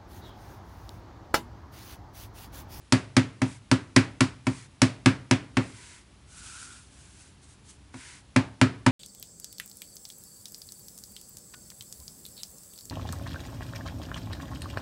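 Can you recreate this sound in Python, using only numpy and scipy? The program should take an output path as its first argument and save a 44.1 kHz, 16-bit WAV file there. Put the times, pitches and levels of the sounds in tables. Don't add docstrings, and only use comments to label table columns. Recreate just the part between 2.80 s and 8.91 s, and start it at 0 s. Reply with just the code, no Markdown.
import sys
import numpy as np
from scipy import signal
from scipy.fft import rfft, irfft, next_fast_len
from scipy.io import wavfile
from scipy.ndimage import uniform_filter1d

SR = 44100
rng = np.random.default_rng(int(sys.argv[2]) if len(sys.argv) > 2 else 0)


def unload_wav(signal):
    wavfile.write(
        sys.argv[1],
        SR,
        np.round(np.clip(np.atleast_2d(signal).T, -1, 1) * 32767).astype(np.int16),
    )


N = 269451
TIME = np.arange(N) / SR
RING_TIME = np.arange(SR) / SR


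def undb(db):
    return 10 ** (np.asarray(db) / 20)


def unit(x):
    return x / np.sqrt(np.mean(x ** 2))


def add(out, start_s, x):
    i = int(start_s * SR)
    out[i:i + len(x)] += x[:N - i]


def decay(age, t60):
    return np.exp(-np.log(1000) * age / t60)


def walk(rate_hz):
    hold = int(SR / rate_hz)
    steps = np.repeat(rng.standard_normal(N // hold + 1), hold)
    return unit(uniform_filter1d(steps, hold)[:N])


def log_interp(hz, points):
    points = np.array(points)
    return np.interp(np.log(hz + 1), np.log(points[:, 0]), points[:, 1])


def causal(x, gain):
    cepstrum = irfft(np.log(gain), len(x))
    cepstrum[1:len(x) // 2] *= 2
    cepstrum[len(x) // 2 + 1:] = 0
    return irfft(rfft(x) * np.exp(rfft(cepstrum)), len(x))


def colour(x, spectrum, tilt_db=0):
    padded = np.pad(x, (0, next_fast_len(2 * len(x)) - len(x)))
    hz = np.fft.rfftfreq(len(padded), 1 / SR)
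    octaves = np.log2(np.maximum(hz, 500) / 2000)
    return causal(padded, undb(log_interp(hz, spectrum) + tilt_db * octaves))[:len(x)]


def whiten(x, bins):
    power = uniform_filter1d(abs(rfft(x)) ** 2, size=bins)
    return causal(x, 1 / np.sqrt(power))


def resonance(x, hz, width_hz):
    return signal.lfilter(*signal.iirpeak(hz, hz / width_hz, fs=SR), x)


def pocket(x, hz, db, q):
    return x + (undb(db) - 1) * resonance(x, hz, hz / q)


# (frequency [Hz], bandwidth [Hz], relative level [dB])
RUMBLE_MODES = [(63.7, 15.7, 8), (94.4, 19.5, 3.5), (131.6, 20.4, 0), (194, 19, -3.5), (257.8, 5.8, -3),
                (293, 12, -6), (392, 19, -15)]
# (frequency [Hz], relative spectral density [dB])
HISS_SPECTRUM = [(25, -16), (80, -5), (160, -4.5), (320, -4), (500, -11.5), (1000, -11.5), (1600, -14.5),
                 (3200, -15.5), (7000, -21), (11000, -21.5)]
def background(rumble_db=-56, wander_db=0.41, hiss_db=-59.5):
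    rumble = 0
    for hz, width, db in RUMBLE_MODES:
        stage_width = 1.6 * width
        first_stage = resonance(rng.standard_normal(N), hz, stage_width)
        rumble += undb(db) * resonance(first_stage, hz, stage_width)
    hiss = unit(colour(rng.standard_normal(N), HISS_SPECTRUM))
    return unit(rumble) * undb(rumble_db + wander_db * walk(4.4)) + hiss * undb(hiss_db)


# (frequency [Hz], level [dB], decay time T60 [s], sign of first swing [+1 or -1])
COUNTER_MODES = [(85, -31.3, 0.252, -1), (104, -26.1, 0.35, -1), (109, -19.5, 0.266, -1),
                 (126, -16.2, 0.169, 1), (132, -25.7, 0.35, 1), (175, -33.7, 0.35, -1),
                 (192, -20.1, 0.175, 1), (239, -24.5, 0.09, 1), (258, -11.8, 0.161, -1),
                 (261, -11.9, 0.118, -1), (271, -25.4, 0.199, 1), (290, -26.1, 0.265, 1),
                 (337, -14.0, 0.08, -1), (352, -17.3, 0.09, 1), (383, -31.7, 0.21, 1),
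                 (414, -37.0, 0.251, -1), (514, -36.7, 0.214, -1), (545, -34.5, 0.186, -1),
                 (581, -23.8, 0.067, 1), (613, -20.1, 0.067, 1), (642, -40.1, 0.263, -1),
                 (767, -26.3, 0.083, 1)]
def boom(swell_s=0.007, detune=0.004):
    hz, db, t60, sign = np.array(COUNTER_MODES).T[:, :, None]
    hz = hz * (1 + detune * rng.standard_normal())
    modes = sign * undb(db) * np.sin(2 * np.pi * hz * RING_TIME) * decay(RING_TIME, t60)
    return modes.sum(axis=0) * (1 - np.exp(-RING_TIME / swell_s))


def room_bass(hz=90, width_hz=70, t60=1.0, db=-54):
    return undb(db) * resonance(rng.standard_normal(SR), hz, width_hz) * decay(RING_TIME, t60)


def air_burst(landing_ms, count=4, snap_s=0.00067, squeeze_s=0.0057, squeeze_db=-7.5, scatter_db=2):
    t = RING_TIME[:SR // 20]
    contacts_s = 0.0007 + (np.arange(count) + rng.random(count)) / count * landing_ms / 1000
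    age = t - contacts_s[:, None]
    strengths = undb(scatter_db * rng.standard_normal((count, 1)))
    snaps = (strengths * (age > 0) * np.exp(-abs(age) / snap_s)).sum(axis=0)
    squeeze = undb(squeeze_db) * np.exp(-t / squeeze_s)
    return (snaps + squeeze) * rng.standard_normal(len(t))


# (frequency [Hz], relative level [dB])
SMACK_SPECTRUM = [(80, -17), (300, 0), (500, -8.5), (630, -8.5), (800, -8.5), (1000, -3.5), (1600, -4.5),
                  (2500, -7.5), (3200, -12.5), (4000, -12.5), (5100, -11.5), (6400, -15), (8200, -15.5),
                  (11000, -22.5)]
def smack(burst, tilt_db, palm_hz, cupped_hz=810, cupped_db=7.5, flat_hz=1490, flat_db=2):
    palm_db = log_interp(palm_hz, [(cupped_hz, cupped_db), (flat_hz, flat_db)])
    return pocket(colour(burst, SMACK_SPECTRUM, tilt_db), palm_hz, palm_db, q=3)


# (frequency [Hz], bandwidth [Hz], relative level [dB])
EARLY_ROOM_RESONANCES = [(800, 12, -26), (943, 77, 9), (1357, 67, 2.5), (1718, 58, -0.5), (2222, 71, 8),
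                         (2580, 51, 5), (5370, 72, 0)]
def with_early_room_rings(x, gain_db=-4):
    x = np.pad(x, (0, SR // 10))
    return x + sum(undb(gain_db + db) * resonance(x, hz, width) for hz, width, db in EARLY_ROOM_RESONANCES)


# (frequency [Hz], decay time T60 [s], relative level [dB])
REVERB_BANDS = [(278, 0.57, 0), (1070, 0.44, -5.5), (2320, 0.39, -2.5), (5370, 0.37, -9),
                (10300, 0.36, -13.5)]
def kitchen_echoes(early_db=-25, early_t60=0.14, late_db=-35, delay_s=0.00299):
    hz = np.fft.rfftfreq(SR, 1 / SR)
    centres_hz = np.array(REVERB_BANDS)[:, 0]
    noise = rfft(rng.standard_normal(SR))
    age = np.maximum(RING_TIME - delay_s, 0)
    echoes = 0
    for share, (_, t60, db) in zip(np.eye(len(REVERB_BANDS)), REVERB_BANDS):
        band = irfft(noise * np.interp(hz, centres_hz, share), SR)
        fade = undb(early_db) * decay(age, early_t60) + undb(late_db) * decay(age, t60)
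        echoes += undb(db) * band * fade
    return echoes * (RING_TIME > delay_s)


# (time [s], boom gain [dB], relative smack level [dB], tilt [dB/octave],
#                landing duration [ms], palm cavity [Hz], finger cavity [Hz])
IMPACTS = [(0.1225, 0, 0.5, 2, 3.24, 590, 4630), (0.3662, 1, .5, 0.9, 2.8, 2070, 4800),
           (0.6171, -4.5, -9.5, 1.2, 3.5, 820, 1900), (0.9133, 0, -1.5, 1.14, 2.8, 1310, 4500),
           (1.162, 2, 3.5, 0.8, 3.3, 1950, 5230), (1.406, -1.5, -1.5, 2.5, 3.4, 1040, 2930),
           (1.668, -5.5, -10.5, 1.1, 2.15, 915, 2400), (2.0173, .5, 1, 2.5, 2.28, 626, 5900),
           (2.2588, 2, 1.5, 0.64, 2.86, 1460, 3370), (2.5108, -1, 0, 0.5, 0.58, 3000, 5940),
           (2.769, -4, -4, -1.3, 4.2, 1830, 2900), (5.1398, -26.5, -28.5, -1, 6, 695, 1450),
           (5.561, -.5, -2, 0.3, 3, 790, 2050), (5.8135, 2, 1.2, 0, 1.56, 1360, 2960),
           (6.063, .5, -1.5, 0.5, 3.9, 895, 1700)]
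def pats(smack_db=18):
    out = np.zeros(N)
    for start, boom_db, db, tilt_db, landing_ms, palm_hz, finger_hz in IMPACTS:
        thud = undb(boom_db) * boom()
        add(out, start, thud)
        add(out, start, signal.fftconvolve(thud, room_bass()))
        burst = air_burst(landing_ms)
        gain = undb(smack_db + db)
        direct = gain * smack(whiten(burst, bins=25), tilt_db, palm_hz)
        diffuse = gain * smack(whiten(burst, bins=5), tilt_db, palm_hz)
        add(out, start, signal.fftconvolve(diffuse, kitchen_echoes()))
        direct = pocket(direct, finger_hz, db=5.5, q=3)
        add(out, start, with_early_room_rings(direct))
    return out


def rub(spectrum, grain_db=1, judder_db=0):
    grains = rng.standard_normal(N) * undb(grain_db * walk(1500))
    return unit(colour(grains, spectrum)) * undb(judder_db * walk(35))


def stroke(start, length, peak, power):
    progress = np.interp(TIME, start + length * np.array([0, peak, 1]), [0, 0.5, 1])
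    return abs(np.sin(np.pi * progress)) ** power


def strokes(rows, peak, power):
    energies = ((undb(db) * stroke(start, length, peak, power)) ** 2 for start, length, db, *_ in rows)
    return np.sqrt(sum(energies))


# (time [s], duration [s], level [dB])
PUSHES = [(.615, 0.18, -49.5), (1.65, 0.23, -48.5), (2.75, 0.25, -51.5), (2.91, 0.33, -49),
          (5.125, .3, -47.5)]
# (frequency [Hz], relative level [dB])
DOUGH_SPECTRUM = [(300, -14), (750, -23), (980, -3), (1200, -10.5), (1500, -1.5), (2200, -4), (3900, -5.5),
                  (6000, -5), (8800, -4), (11000, -10.5)]
def turning(hollow_hz=2130, gap_hz=980):
    slide = pocket(rub(DOUGH_SPECTRUM), hollow_hz, db=5, q=7)
    slide = pocket(slide, gap_hz, db=4, q=7)
    return strokes(PUSHES, peak=0.41, power=0.72) * unit(slide)


def hollow(hz, flutter_hz=115):
    lowpass = signal.butter(2, flutter_hz, fs=SR, output="sos")
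    flutter = signal.sosfilt(lowpass, rng.standard_normal((2, N)))
    phase = 2 * np.pi * hz * TIME
    return unit(flutter[0] * np.cos(phase) + flutter[1] * np.sin(phase))


# (frequency [Hz], relative level [dB])
FLOUR_SPECTRUM = [(400, -22), (1000, -2.5), (1900, -2), (2500, -3.5), (3300, 1), (5000, 2.5), (6500, 4.5),
                  (8700, 6), (11000, 0.5)]
# (time [s], duration [s], relative hiss level [dB], hollow [Hz], relative ring level [dB])
HAND_SWEEPS = [(3.452, 0.65, -45, 1436, -52), (4.047, 0.4, -55, 1570, -70),
               (4.328, .23, -54.5, 1570, -67.5)]
def sweeping(hiss_db=0.5, hollow_db=-1):
    hiss = unit(pocket(rub(FLOUR_SPECTRUM, judder_db=1.15), hz=2520, db=7, q=6))
    out = undb(hiss_db) * strokes(HAND_SWEEPS, peak=0.42, power=1.06) * hiss
    for start, length, _, hz, ring_db in HAND_SWEEPS:
        cupping = stroke(start, length, peak=0.52, power=1.27)
        out += undb(hollow_db + ring_db) * cupping * hollow(hz)
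    return out


# (time [s], duration [s], level [dB])
FINGER_RUBS = [(4.61, 0.067, -57), (4.655, .115, -56), (4.83, 0.15, -55.5), (4.88, .045, -49.5)]
def sprinkling():
    return strokes(FINGER_RUBS, peak=0.45, power=1.1) * rub(FLOUR_SPECTRUM)


def scene():
    return (pats() + turning() + sweeping() + sprinkling() + background())[None]


def record(dry, ceiling=0.85, cutoff_hz=10900):
    rounded = dry / (1 + (dry / ceiling) ** 6) ** (1 / 6)
    lowpass = signal.ellip(10, 0.2, 75, cutoff_hz, fs=SR, output="sos")
    return signal.sosfilt(lowpass, rounded)


dry = scene()
out = record(dry)
unload_wav(out)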